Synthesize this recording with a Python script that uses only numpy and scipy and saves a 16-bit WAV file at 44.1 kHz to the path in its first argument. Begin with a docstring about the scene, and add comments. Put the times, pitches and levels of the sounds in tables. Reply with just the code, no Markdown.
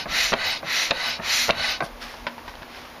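"""A double-action hand barrel pump fills an inflatable seat on a lawn, over a faint far hum and light wind.
It opens on the tail of a push; three pulls and three pushes follow. On each stroke air hisses through
the valves and hose, and the piston knocks at the end of its travel; the pushes carry thin whistles.
At about 1.8 s the pumping stops: clothes and dry grass rustle, and the pump and hose click."""
import sys
import numpy as np
from scipy import signal
from scipy.fft import rfft, irfft
from scipy.io import wavfile
from scipy.ndimage import uniform_filter1d

SR = 44100
rng = np.random.default_rng(int(sys.argv[2]) if len(sys.argv) > 2 else 0)


def put_to_file(sound):
    """Save the sound as 16-bit audio at rate SR, in the file named by the first command-line argument."""
    columns = np.atleast_2d(sound).T  # one column per channel
    safe = np.clip(columns, -1, 1)
    whole_steps = np.round(safe * 32767)
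    wavfile.write(sys.argv[1], SR, whole_steps.astype(np.int16))


N = 132300
SOUND_M_PER_S = 343

# outdoor air bed and wind rumble: freq_hz, gain_db
AIR_EQ = [(25, -18), (66, -21), (150, -15.5), (260, -5), (400, -9.5), (560, -4), (1090, -4.5),
          (1350, -10.5), (2200, -11.5), (3010, -15), (5280, -21), (7000, -27), (7900, -49.5), (9500, -28.5),
          (15000, -29)]
WIND_EQ = [(15, -18), (35, 18), (70, 6), (120, -24), (300, -63), (1000, -72)]
# wind gusts: time_s, level_db
GUSTS = [(0, -74), (.1, -37), (.17, -52), (.26, -43.5), (.4, -58), (.9, -72), (1.3, -57), (1.75, -53.5),
         (1.95, -48), (2.15, -56), (2.23, -43), (2.35, -80), (2.47, -48), (2.55, -42.5), (2.65, -52),
         (3, -58)]
# far motor: pitch_hz, level_db
MOTOR_HUM = [(80, -59.5), (120, -65.5), (160, -64), (240, -53)]

# handle down, handle up: start_s, end_s, level_db, fastest_at_share, treble_db
PUSHES = [(-.2, 0.062, -22, 0.53, 0), (0.31, 0.622, -24.5, .58, 0.88), (0.872, 1.207, -25, 0.61, 0.39),
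          (1.497, 1.808, -23.5, 0.57, 0.045)]
PULLS = [(.06, 0.362, -21, 0.44, 0), (0.619, 0.936, -22, 0.49, -2), (1.196, 1.538, -21, 0.43, 3)]
# valve hiss at full speed: freq_hz, gain_db
PUSH_EQ = [(100, -10), (400, -16.5), (800, 0), (1400, -6.5), (2100, 4), (2700, -1.5), (3250, -4), (4200, 3),
           (4800, -7), (5600, -7.5), (6500, -11.5), (7300, -23), (8000, -37), (8800, -27.5), (10500, -21.5),
           (15000, -39.5)]
PULL_EQ = [(100, -20), (400, -17.5), (800, -11), (1400, -5.5), (2100, 2.5), (2700, -1), (3250, -4.5),
           (4200, 2.5), (5100, -5.5), (6300, -10.5), (7300, -11), (8000, -44), (8800, -22), (10300, -18.5),
           (12000, -23.5), (12900, -17.5), (15000, -32)]
# resonances of the outlet (push) and intake (pull): centre_hz, width_hz, boost_db
OUTLET_PEAKS = [(510, 52, 6.5), (645, 21, 6), (1240, 83, 6), (1517.5, 68, 17), (2580, 130, 6.5),
                (2945, 96, 10.5), (3700, 66, 2.5), (3917, 110, 7.5), (4456, 66, 13), (4910, 56, 14),
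                (5070, 33, -6), (5270, 52, 16.5)]
INTAKE_PEAKS = [(540, 44, 6), (670, 55, 9), (1200, 26, 3), (1338, 24, 8), (1945, 320, 4), (2540, 55, 6),
                (3030, 64, 7), (3340, 43, 6.5), (3910, 220, 2), (5200, 38, 3), (5600, 88, 12),
                (6050, 63, 18.5)]
# how steeply the hiss follows air speed: freq_hz, speed_exponent
PUSH_GROWTH = [(300, 0.17), (1000, 1.28), (2000, 1.8), (4000, 1.74), (5500, 2.03), (13000, 1.8)]
PULL_GROWTH = [(300, 0.31), (1000, 0.61), (2000, 1.54), (4000, 1.58), (6000, 1.87), (13000, 2.16)]
# tone shift from the start of a stroke to its end: freq_hz, change_db
PUSH_MORPH = [(300, -9.5), (1100, -5.5), (2000, -6), (2900, 6), (4000, 1), (5300, 18.5), (7000, 1),
              (13000, -4)]
PULL_MORPH = [(300, -6), (1300, -3), (2100, 0), (3000, 6), (4300, 6.5), (6300, 15), (13000, 11)]

# piston on its end stops: time_s, level_db, lowpass_hz, ring_stretch (below 1 is shorter and higher)
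PISTON_THUDS = [(.057, -21.5, 2200, 0.9), (.065, -26, 1200, 1), (0.3208, -6, 800, 0.53),
                (.3298, -4.5, 1300, 0.58), (0.3334, -3.5, 590, 0.79), (0.3371, -7.5, 2680, 0.48),
                (.629, -21, 1400, 0.98), (.642, -26.5, 900, 0.93), (0.9073, -5.5, 1200, 0.31),
                (0.9102, -5, 1490, 0.43), (0.9162, -8, 1000, 0.61), (1.189, -23, 900, 0.91),
                (1.198, -18.5, 1200, 0.84), (1.482, -14, 700, 0.74), (1.492, -2.5, 890, 0.55),
                (1.4987, -3, 1100, 0.49), (1.5015, -1, 800, 0.47), (1.805, -12.5, 2430, 0.98),
                (1.8141, -16.5, 1610, 1), (1.8228, -13.5, 1610, 0.95), (1.843, -30, 900, 0.73)]
# pump foot on the ground, handle shaft on the cap: time_s, level_db
FOOT_BUMPS = [(0.057, -27.5), (0.117, -30), (0.335, -25), (0.642, -32), (0.672, -30.5), (.91, -35),
              (1.193, -25.5), (1.499, -19.5), (1.807, -26.5), (1.835, -24.5)]
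SHAFT_CLACKS = [(0.3382, -15), (0.9091, -5), (0.9134, -12), (1.5067, -5), (1.8061, -20)]
# ring of the free barrel, the foot and ground, the cap: pitch_hz, gain_db, t60_s
BARREL_MODES = [(122, -11.5, 0.11), (179, -12.5, .1), (321, -9, 0.14), (414, -14.5, 0.11),
                (541.7, -1.5, 0.11), (636, 0, 0.062), (775, 2, 0.053), (992, 2.5, .045), (1121, 3.5, 0.058),
                (1220, -7.5, 0.074), (1520, 5.5, 0.054), (1640, -19, 0.083), (1974, 9, 0.012),
                (2380, 1.5, 0.024)]
FOOT_MODES = [(92, -9, 0.075), (175, 3.5, 0.045), (223, -5, 0.091)]
CAP_MODES = [(2700, 0.5, 0.023), (3060, 0.5, 0.0062), (3705, -1.5, 0.025), (4130, 4.5, 0.0094),
             (4900, -1.5, 0.0059), (6170, -2.5, 0.0045)]
# loose plastic after a thud, first contact of a clack: freq_hz, gain_db
RATTLE_EQ = [(80, -12), (150, 0), (260, -4), (450, -2), (560, 10), (680, 15), (800, -8.5), (1150, 2),
             (1600, -27), (2500, -25), (4500, -4.5), (7000, -30), (15000, -45)]
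CRACK_EQ = [(100, 5), (600, -15), (1500, -8), (2500, 1), (4000, -12), (6000, -5), (7500, -33), (15000, -32)]

# valve whistles: start_s, length_s, from_hz, to_hz, level_db
WHISTLES = [(0.447, 0.079, 15100, 12700, -43), (0.515, 0.019, 8700, 8150, -43),
            (1.066, 0.044, 15300, 13200, -44), (1.70, .032, 14200, 12700, -41.5),
            (1.822, 0.039, 9100, 11000, -48)]

# cloth and grass swishes: start_s, attack_s, t60_s, level_db, lowpass_hz
SWISHES = [(1.818, 0.036, 0.12, -38.5, 9000), (2.0, 0.023, 0.75, -35, 5140),
           (2.441, 0.048, 0.32, -43.5, 4500), (2.66, .11, 0.81, -40.5, 2780)]
# ticks of handling and steps: time_s, level_db, t60_s, lowpass_hz
TAPS = [(2.014, -53, .12, 1800), (2.14, -38, 0.11, 1300), (2.2678, -18.5, .05, 3370),
        (2.277, -28, 0.062, 2500), (2.38, -35, .1, 1490), (2.479, -31, 0.074, 2500),
        (2.54, -35, 0.0092, 7000), (2.554, -27.5, 0.0095, 7000), (2.62, -35, 0.09, 1500),
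        (2.630, -28, 0.021, 2200)]
# tone of the swishes and the taps: freq_hz, gain_db
SWISH_EQ = [(100, -13), (400, -9.5), (800, -7.5), (1600, -1.5), (3000, -5), (5500, -4.5), (7800, -24),
            (10000, -15), (15000, -16)]
TAP_EQ = [(60, -12), (280, -6), (420, -9), (560, -1), (700, -5.5), (930, 6.5), (1120, -10), (1320, -8),
          (1570, 2.5), (2050, -6.5), (3300, -8), (5000, -9), (7500, -42), (15000, -38)]


def amp(db):
    """Decibels to gain."""
    return 10 ** (np.asarray(db) / 20)


def unit(x):
    """Scales to rms 1."""
    return x / np.sqrt(np.mean(x ** 2) + 1e-20)


def read(curve, hz):
    """Reads a curve on a log-frequency axis."""
    f, value = np.transpose(curve)
    return np.interp(np.log(hz + 1), np.log(f + 1), value)


def add(mix, s, sound):
    """Mixes a sound in at time s."""
    part = mix[max(round(s * SR), 0):][:len(sound)]
    part += sound[:len(part)]


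def equalise(x, eq):
    """Shapes x with an EQ curve, at rms 1."""
    return unit(irfft(rfft(x) * amp(read(eq, np.fft.rfftfreq(len(x), 1 / SR))), len(x)))


def lowpass(x, hz, order=1):
    """Rolls off the top end."""
    return signal.lfilter(*signal.butter(order, hz, fs=SR), x)


def wander(rate_hz):
    """Smooth random modulation, rms 1."""
    rolloff = np.exp(-(np.fft.rfftfreq(N, 1 / SR) / rate_hz) ** 2)
    return unit(irfft(rfft(rng.standard_normal(N)) * rolloff, N))


def bell(hz, centre, width):
    """Bell curve of a resonance, height 1."""
    return 1 / (1 + (2 * (hz - centre) / width) ** 2)


def ring(modes, t):
    """A struck part rings as a set of dying sines."""
    size = np.linalg.norm([amp(db) for _, db, _ in modes])
    return sum((-1) ** k * amp(db - 60 * t / t60) * np.sin(2 * np.pi * hz * t)
               for k, (hz, db, t60) in enumerate(modes)) / size


def garden(air_db=-43, air_swell_db=-0.03, hum_waver=0.0069, hum_swell_db=4.0):
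    """The bed: outdoor air, a far motor's wavering hum and light wind on the microphone."""
    air = equalise(rng.standard_normal(N), AIR_EQ) * amp(air_db + air_swell_db * wander(18))
    motor_time = np.cumsum(1 + hum_waver * wander(27)) / SR
    hum = sum(amp(db) * unit(np.sin(2 * np.pi * hz * motor_time) * amp(hum_swell_db * wander(5.1)))
              for hz, db in MOTOR_HUM)
    gusts = amp(np.interp(np.arange(N) / SR, *np.transpose(GUSTS)))
    return air + hum + equalise(rng.standard_normal(N), WIND_EQ) * gusts


def valve_hiss(start, end, db, fastest_at, treble_db, pull, leak=0.014, flutter_db=0.39):
    """One stroke: air through a valve swells and brightens with piston speed, in uneven patches."""
    eq, peaks, growth, morph = ((PULL_EQ, INTAKE_PEAKS, PULL_GROWTH, PULL_MORPH) if pull else
                                (PUSH_EQ, OUTLET_PEAKS, PUSH_GROWTH, PUSH_MORPH))
    frames = dict(fs=SR, nperseg=1024, noverlap=896)
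    hz, t, noise = signal.stft(rng.standard_normal(N), **frames)
    hz = hz[:, None]
    progress = np.interp(t, [start, start + fastest_at * (end - start), end], [0, .5, 1])
    speed = np.sin(np.pi * progress) + leak * (t > start) * (t < end) + 1e-9
    tone_db = read(eq, hz) + sum(boost * bell(hz, centre, width) for centre, width, boost in peaks)
    tone_db = tone_db + read(morph, hz) * (progress - .5)
    tone_db += treble_db * np.interp(hz, [2000, 7000], [0, 1])
    if not pull:
        tone_db += outlet_flap(hz, progress)
    tone = amp(tone_db) * air_column(hz, progress, pull)
    tone /= np.sqrt(np.mean(tone[:, speed.argmax()] ** 2))
    patches = uniform_filter1d(rng.standard_normal(noise.shape), size=6, axis=0)
    patches = unit(uniform_filter1d(patches, size=16, axis=1))
    flicker = amp(patches * np.interp(hz, [5000, 9000], [0.95, 4.5]))  # the treble flickers most
    swell = speed ** np.maximum(read(growth, hz), .3)
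    hiss = signal.istft(noise * tone * flicker * swell, **frames)[1][:N]
    return hose(hiss) * amp(db + flutter_db * wander(70))


def outlet_flap(hz, progress, from_hz=1854, rise_hz=383, width_hz=55, boost_db=16):
    """The outlet valve's resonance, in dB: it climbs and fades through a push."""
    return boost_db * (1 - progress) * bell(hz, from_hz + rise_hz * progress, width_hz)


def air_column(hz, progress, pull, shortest_m=0.1258, travel_m=0.256, echo=0.1):
    """A gentle comb sweep: the air in the barrel lengthens on a pull and shortens on a push."""
    travelled = (1 - np.cos(np.pi * progress)) / 2
    length_m = shortest_m + travel_m * (travelled if pull else 1 - travelled)
    return 1 / abs(1 - echo * np.exp(4j * np.pi * hz * length_m / SOUND_M_PER_S))


def hose(x, length_m=2.299, bass_echo=0.23, loss_hz=5000):
    """Sound runs up and down the corrugated hose, fainter and duller at each round trip."""
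    hz = np.fft.rfftfreq(N, 1 / SR)
    echo = bass_echo / (1 + (hz / loss_hz) ** 2)
    round_trip = np.exp(-4j * np.pi * hz * length_m / SOUND_M_PER_S)
    return irfft(rfft(x) * np.sqrt(1 - echo ** 2) / (1 - echo * round_trip), N)


def knocks(rattle_db=-13, rattle_t60=0.097, crack_db=-8, crack_t60=0.0088, attack_s=0.00074):
    """The piston thuds: the barrel rings, rattles and bumps the ground; the shaft clacks on the cap."""
    out, t = np.zeros(N), np.arange(SR // 4) / SR
    for s, db, lowpass_hz, stretch in PISTON_THUDS:
        ring_time = t / stretch
        rattle = equalise(rng.standard_normal(len(t)), RATTLE_EQ)
        rattle *= amp(rattle_db - 60 * ring_time / rattle_t60)
        add(out, s, amp(db) * lowpass(ring(BARREL_MODES, ring_time) + rattle, lowpass_hz))
    for s, db in FOOT_BUMPS:
        add(out, s, amp(db) * ring(FOOT_MODES, t))
    for s, db in SHAFT_CLACKS:
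        crack = equalise(rng.standard_normal(len(t)), CRACK_EQ) * amp(crack_db - 60 * t / crack_t60)
        clack = np.minimum(t / attack_s, 1) * (ring(CAP_MODES, t) + crack)
        add(out, s, amp(db) * lowpass(clack, hz=6500, order=2))
    return out


def yard(x, wet_db=-20, t60_s=0.22, lowpass_hz=2480, predelay_s=.012):
    """Nearby walls and furniture scatter back a weak, dark tail."""
    t = np.arange(SR // 2) / SR
    tail = lowpass(rng.standard_normal(len(t)), lowpass_hz) * amp(-60 * t / t60_s) * (t > predelay_s)
    return x + amp(wet_db) * signal.fftconvolve(x, tail / np.linalg.norm(tail))[:N]


def whistles(waver=.014, waver_hz=700, rough_db=3):
    """The valve flap sings short, airy, high glides."""
    out = np.zeros(N)
    for s, length, from_hz, to_hz, db in WHISTLES:
        n = int(length * SR)
        progress = np.linspace(0, 1, n)
        hz = (from_hz + (to_hz - from_hz) * progress) * (1 + waver * wander(waver_hz)[:n])
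        envelope = amp(db + rough_db * wander(waver_hz)[:n]) * np.sin(np.pi * progress)
        add(out, s, envelope * np.sin(2 * np.pi * np.cumsum(hz) / SR))
    return out


def rustle(grain_db=2.0, grain_hz=300):
    """Cloth and dry grass brush in grainy swishes."""
    out, t = np.zeros(N), np.arange(N) / SR
    for s, attack, t60, db, lowpass_hz in SWISHES:
        fibres = rng.standard_normal(N) * amp(grain_db * wander(grain_hz))
        envelope = np.minimum(t / attack, 1) * amp(db - 60 * np.maximum(t - attack, 0) / t60)
        add(out, s, unit(lowpass(equalise(fibres, SWISH_EQ), lowpass_hz)) * envelope)
    return out


def taps():
    """Pump, hose and feet tap in short, dry bursts of noise."""
    out, t = np.zeros(N), np.arange(N) / SR
    for s, db, t60, lowpass_hz in TAPS:
        burst = unit(lowpass(equalise(rng.standard_normal(N), TAP_EQ), lowpass_hz))
        add(out, s, burst * amp(db - 60 * t / t60))
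    return out


def scene():
    """The mono mix; only knocks, taps and rustle feed the yard's tail."""
    pulls = sum(valve_hiss(*row, pull=True) for row in PULLS)
    pushes = sum(valve_hiss(*row, pull=False) for row in PUSHES)
    return (pulls + pushes + yard(knocks() + taps() + rustle()) + whistles() + garden())[None]


def record(dry, cutoff_hz=15200):
    """A steep high cut on the whole mix."""
    high_cut = signal.firwin(511, cutoff_hz, window=("kaiser", 9), fs=SR)
    return signal.oaconvolve(dry, high_cut[None], "same")


dry = scene()
out = record(dry)
put_to_file(out)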